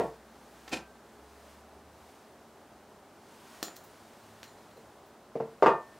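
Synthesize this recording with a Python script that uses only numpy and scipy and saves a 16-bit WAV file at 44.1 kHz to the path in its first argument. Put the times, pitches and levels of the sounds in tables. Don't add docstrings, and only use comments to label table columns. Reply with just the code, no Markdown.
import sys
import numpy as np
from scipy import signal
from scipy.fft import rfft, irfft, next_fast_len
from scipy.io import wavfile
from scipy.ndimage import uniform_filter1d

SR = 44100
rng = np.random.default_rng(int(sys.argv[2]) if len(sys.argv) > 2 else 0)


def to_wav(s):
    ch = np.atleast_2d(s).T
    pcm = np.round(np.clip(ch, -1, 1) * 32767)
    wavfile.write(sys.argv[1], SR, pcm.astype(np.int16))


N = 264159
LEAD = SR // 10

# t/s, blow/dB, contact/ms, bounce/dB, table ring/dB, board hum/dB, glass ring/dB
KNOCKS = [(-.012, -12.5, 0.89, 0.5, -17, -13, -60), (4.775, -42, 2, -10, -17, -6.5, -90),
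          (5.3543, -17.5, 1.43, 0.5, -23.5, -13.5, -83), (5.4011, -18, 0.98, -2.5, -22.5, -8.5, -86),
          (5.6242, -14.5, 0.63, -8, -11.5, -25, -58), (5.661, -10.5, 0.36, -4, -12.5, -20, -41)]
# f/Hz, level/dB, t60/s
THUD_MODES = [(537, -3.5, 0.022), (820, -1.5, 0.0049), (1310, -0.5, 0.0039), (2136, -20, 0.018),
              (2530, -14, 0.015)]
TABLE_MODES = [(329, 5, 0.094), (343, -4.5, 0.26), (385, 3, 0.22), (462, -17, 0.1), (526, -1, 0.16),
               (572, 3.5, 0.096), (620.4, 5.5, 0.23), (648, -4, 0.15), (687, 4, 0.067), (707, -4, 0.19),
               (824, 0, 0.12), (878, 5, 0.16), (923, -2, 0.28), (941, 2.5, 0.21), (1008.5, -3.5, 0.24),
               (1110, -7, 0.3), (1202, 9, 0.069), (1210, -28, 0.13), (1403, -6.5, 0.19), (1540, -15, 0.25),
               (1620, -1.5, 0.092)]
BOARD_MODES = [(222.5, -21.5, 1), (310, -42, 0.067), (449.6, 0, 0.31), (410, -27, 0.14), (675, -2.5, 0.19),
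               (140.6, -9, 0.22), (180, -24, 0.27), (588, -8, 0.16)]
BIG_DISH_MODES = [(1798, 0, .73), (2466, 2, .19), (1949, 0, .22), (2810, -10, .25)]
# f/Hz, level/dB
CRACK_COLOUR = [(800, -9), (2000, 12.5), (3500, -6), (5000, -8), (8000, -20.5), (15000, -43)]
def knocks():
    bus = np.zeros((2, N + LEAD))
    t = np.arange(SR // 20) / SR
    bounce_s = 0.006585
    for s, db, contact_ms, bounce_db, table_db, board_db, glass_db in KNOCKS:
        push = np.sin(np.pi * np.arange(0, 1, 1000 / (contact_ms * SR))) ** 2
        push = undb(db) * push / push.sum()
        thud = signal.fftconvolve(ring(THUD_MODES), push)
        crack = undb(db - 4 + 1.46 * table_db) * burst(np.exp(-t / 0.005), CRACK_COLOUR)
        room_db = table_db + 7
        add(bus, s, thud, room_db)
        add(bus, s + bounce_s, undb(bounce_db) * thud, room_db)
        add(bus, s, crack, room_db=0.5)
        add(bus, s, undb(glass_db) * ring(BIG_DISH_MODES), room_db=-12)
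        for wood_db, modes in (table_db, TABLE_MODES), (board_db, BOARD_MODES):
            wood = ring(modes, spot_db=1.5, damp_s=0.33)
            add(bus, s, undb(wood_db) * signal.fftconvolve(wood, push), room_db - 8)
    return highpass(bus, hz=156, order=3)


# t/s, click/dB, spread/ms, flesh/dB, glass ring/dB, click tilt/(dB per octave)
PATS = [(0.678, -44.5, 2.7, -46, -75, -8.5), (0.691, -51, 2.1, -70, -80, 0),
        (3.6279, -28, 1.2, -31, -36, -1.5), (3.6813, -41, 0.83, -46, -63, -9.5),
        (3.759, -51.5, 4, -55, -77, 3), (3.765, -46, 1.6, -70, -60, 2), (3.836, -57.5, 8, -61, -80, 7),
        (3.865, -67, 7.1, -68, -77, 7), (4.4306, -38, 0.58, -54, -65, -6), (4.439, -54, 3.3, -62, -66, -2),
        (4.478, -66, 3.2, -64, -59, 2), (4.585, -74, 3, -67, -70, 0), (4.712, -61, 3, -70, -71, -9),
        (4.77, -64, 3, -64, -65, 3), (5.06, -67, 7.6, -72, -84, 19)]
# f/Hz, level/dB
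CLICK_COLOUR = [(300, -24), (1200, -4.5), (2500, 1), (4500, 5), (6000, 4.5), (10000, -5), (13000, 0),
                (15500, 0)]
# f/Hz, level/dB, t60/s
SLAP_MODES = [(354, -2, 0.028), (670, 8.5, 0.0067), (1260, -1, 0.017), (1770, 0.5, 0.016)]
SMALL_DISH_MODES = [(6970, -10, 0.2), (7130, -11.5, 0.2), (6990, -10, 0.33), (7100, -10, .12),
                    (8480, -6, 0.038), (4170, -25, .03)]
LOW_RIM_MODES = [(4006, -1.5, 0.087), (4120, 2, 0.056)]
def pats(room_db=-11):
    bus = np.zeros((2, N + LEAD))
    t = np.arange(SR // 10) / SR
    hz, colour_db = np.transpose(CLICK_COLOUR)
    for s, click_db, spread_ms, flesh_db, glass_db, tilt in PATS:
        age = t * 1000 / spread_ms
        tilted = np.transpose([hz, colour_db + tilt * np.log2(hz / 4000)])
        click = burst(np.e * age * np.exp(-age), tilted)
        add(bus, s, undb(click_db) * click, room_db)
        add(bus, s, undb(flesh_db) * ring(SLAP_MODES), room_db - 2.5)
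        add(bus, s, undb(glass_db) * ring(SMALL_DISH_MODES, spot_db=1.5), room_db)
        rim_db = -24 + 0.62 * glass_db
        add(bus, s, undb(rim_db) * ring(LOW_RIM_MODES), room_db)
    return highpass(bus, hz=200, order=2)


# t/s at full strength, level/dB, hold/s
SCUFFS = [(0.72, -41, 0.0034), (.729, -30.5, .014), (0.77, -41, 0.0032)]
# f/Hz, level/dB
SCUFF_COLOUR = [(71, -31), (120, -11.5), (265, -5), (649, -8.5), (796, -2.5), (1270, -19), (1870, -12.5),
                (2160, -17), (2440, -3.5), (3300, -19.5), (3660, -16), (4960, -16.5), (5960, -21),
                (8250, -24.5), (15500, -42)]
# f/Hz, level/dB, t60/s
SCUFF_MODES = [(1561, -54, .9)]
def scuff(rise_db_per_s=3000, fall_db_per_s=2500):
    slips = rng.standard_normal(N) * undb(1.5 * rng.exponential(size=N))
    slips *= rng.random(N) < 0.3
    t = np.arange(N) / SR
    envelope = np.zeros(N)
    for s, db, hold_s in SCUFFS:
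        before, after = np.maximum(s - t, 0), np.maximum(t - s - hold_s, 0)
        envelope += undb(db - rise_db_per_s * before - fall_db_per_s * after)
    bus = np.zeros((2, N + LEAD))
    add(bus, 0, unit(shape(slips, SCUFF_COLOUR)) * envelope, room_db=-11)
    add(bus, 0.735, ring(SCUFF_MODES), room_db=-16)
    return bus


# delay/ms, level/dB
ECHOES = [(19, -14), (31, -13.5), (47, -15)]
# f/Hz, side minus mid/dB
TAIL_WIDTH = [(60, -32), (150, -39), (400, -73), (800, -87), (1500, -38), (2500, -22), (4400, -32),
              (8000, -15), (15000, -15)]
def room(sound, low_t60_s=0.29, treble_t60_s=0.21, rise_s=0.0023, knee_s=0.2):
    t = np.arange(SR // 2) / SR
    tails = []
    for _ in range(2):
        noise = rng.standard_normal(len(t))
        low = shape(noise, [(1500, 5.0), (4000, -44)])
        tail = low * decay(t, low_t60_s) + (noise - low) * decay(t, treble_t60_s)
        tail *= (1 - np.exp(-t / rise_s)) * np.exp(-(t / knee_s) ** 2)
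        tails.append(undb(8) * tail / np.sqrt(np.sum(tail ** 2)))
    mid, side = tails
    for ms, db in ECHOES:
        mid[int(ms * SR / 1000)] += undb(db)
    side = shape(side, TAIL_WIDTH)
    return np.array([signal.fftconvolve(sound, response)[:len(sound)] for response in (mid, side)])


# t/s, level/dB
RUSTLE_LEVEL = [(0.0, -54), (0.18, -64.5), (0.55, -61), (0.68, -59.5), (0.83, -65.5), (1.08, -64.5),
                (1.5, -60), (1.67, -64.5), (1.88, -65.5), (2.1, -61), (2.37, -65.5), (3.15, -65.5),
                (3.33, -59.5), (3.55, -56), (3.85, -61), (4.3, -60.5), (4.99, -65), (5.27, -67),
                (5.99, -63)]
# f/Hz, level/dB
RUSTLE_COLOUR = [(300, -7), (1000, 6), (2500, 0.5), (5000, -3), (9000, -6), (15000, -10.5)]
def sleeves():
    cloth = unit(shape(rng.standard_normal(N), RUSTLE_COLOUR))
    top = shape(cloth, [(7000, -33), (11000, -4)])
    softened = cloth - top + top * undb(-2.5)
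    return softened * undb(curve(RUSTLE_LEVEL) + 0.5 * walk(14))


# f/Hz, level/dB
HUSH_COLOUR = [(15, -76), (25, -34), (64, -6), (84, -9.5), (107, -8.5), (222, -4.5), (260, -4.5),
               (423, -1.5), (459, -6.5), (584, -2.5), (829, -3.5), (1500, -10.5), (2370, -23.5),
               (15600, -38.5)]
# f/Hz, side minus mid/dB
HUSH_WIDTH = [(60, -14), (110, -32), (200, -28.5), (380, -30.5), (700, -32), (1290, -33), (2380, -12.5),
              (4400, -5.5), (8120, -1), (15000, 2)]
# f/Hz, width/Hz, level/dB
ROOM_HUMS = [(224.3, 11, -67.5), (420.2, 13, -69.5)]
def hush(level_db=-54.5):
    low, high = (shape(rng.standard_normal(N), HUSH_COLOUR) for _ in range(2))
    gain = undb(level_db) / np.std(low)
    crossover = [(800, -1.5), (2500, -15.5)]
    bass = shape(low, crossover) * undb(0.09 * walk(2.3) + 0.56 * walk(14))
    treble = high - shape(high, crossover)
    mid = gain * (bass + treble)
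    for hz, width_hz, db in ROOM_HUMS:
        resonance = signal.iirpeak(hz, hz / width_hz, fs=SR)
        mid += undb(db) * unit(signal.lfilter(*resonance, rng.standard_normal(N)))
    side = gain * shape(shape(rng.standard_normal(N), HUSH_COLOUR), HUSH_WIDTH)
    return mid, side


# t/s, level/dB
ENGINE_LEVEL = [(0.0, -56), (0.28, -72), (0.8, -63.5), (0.99, -74), (1.31, -62.5), (2.06, -67),
                (2.2, -76.5), (3.75, -74.5), (3.81, -69), (4.19, -73), (4.28, -65), (4.81, -74), (5.2, -88)]
def engine(idle_hz=62.7, climb_from_s=0.67, climb_hz_per_s=11):
    hz = idle_hz + climb_hz_per_s * np.maximum(np.arange(N) / SR - climb_from_s, 0)
    level = undb(curve(ENGINE_LEVEL) + 0.79 * walk(5.3))
    return np.sqrt(2) * level * np.sin(2 * np.pi * np.cumsum(hz) / SR)


def ring(modes, spot_db=0, damp_s=9):
    hz, db, t60 = np.transpose(modes)[:, :, None]
    t = np.arange(int(SR * min(t60.max(), 0.5))) / SR
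    gain = undb(db + spot_db * rng.standard_normal(hz.shape))
    if spot_db:
        gain *= rng.choice([-1, 1], hz.shape)
    fade = np.minimum(1, 5 * (1 - t / t[-1])) * np.exp(-(t / damp_s) ** 2)
    return np.sum(gain * np.sin(2 * np.pi * hz * t) * decay(t, t60), axis=0) * fade


def burst(envelope, colour):
    spectrum = rfft(rng.standard_normal(len(envelope)) * envelope)
    even = irfft(spectrum / np.abs(spectrum) ** 0.8, len(envelope))
    contact = shape(even, colour) * np.linspace(1, 0, len(even)) ** 4
    return contact * np.sqrt(np.sum(envelope ** 2) / np.sum(contact ** 2))


def add(bus, s, sound, room_db):
    start = int(s * SR) + LEAD
    part = sound[:bus.shape[1] - start]
    bus[:, start:start + len(part)] += [part, undb(room_db) * part]


def shape(x, colour):
    hz, db = np.transpose(colour)
    size = next_fast_len(len(x))
    f = np.maximum(np.arange(size // 2 + 1) * SR / size, 1)
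    gain = undb(np.interp(np.log(f), np.log(hz), db))
    return irfft(rfft(x, size) * gain, size)[:len(x)]


def walk(rate_hz):
    hold = int(SR / rate_hz)
    steps = np.repeat(rng.standard_normal(N // hold + 1), hold)
    return uniform_filter1d(uniform_filter1d(steps, hold), hold)[:N]


def curve(points):
    return np.interp(np.arange(N) / SR, *np.transpose(points))


def highpass(x, hz, order):
    return signal.sosfilt(signal.butter(order, hz, "high", fs=SR, output="sos"), x)


def decay(t, t60):
    return np.exp(-np.log(1000) * t / t60)


def undb(db):
    return 10 ** (np.asarray(db) / 20)


def unit(x):
    return x / np.sqrt(np.mean(x ** 2))


def scene():
    direct, to_walls = knocks() + pats() + scuff()
    room_mid, tail_side = room(to_walls)[:, LEAD:]
    hush_mid, hush_side = hush()
    mid = direct[LEAD:] + room_mid + sleeves() + hush_mid + engine()
    side = tail_side + hush_side
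    return np.array([mid + side, mid - side])


def record(dry):
    top_cut = signal.ellip(10, 0.2, 60, 15750, fs=SR, output="sos")
    return signal.sosfilt(top_cut, highpass(dry, hz=25, order=2))


dry = scene()
out = record(dry)
to_wav(out)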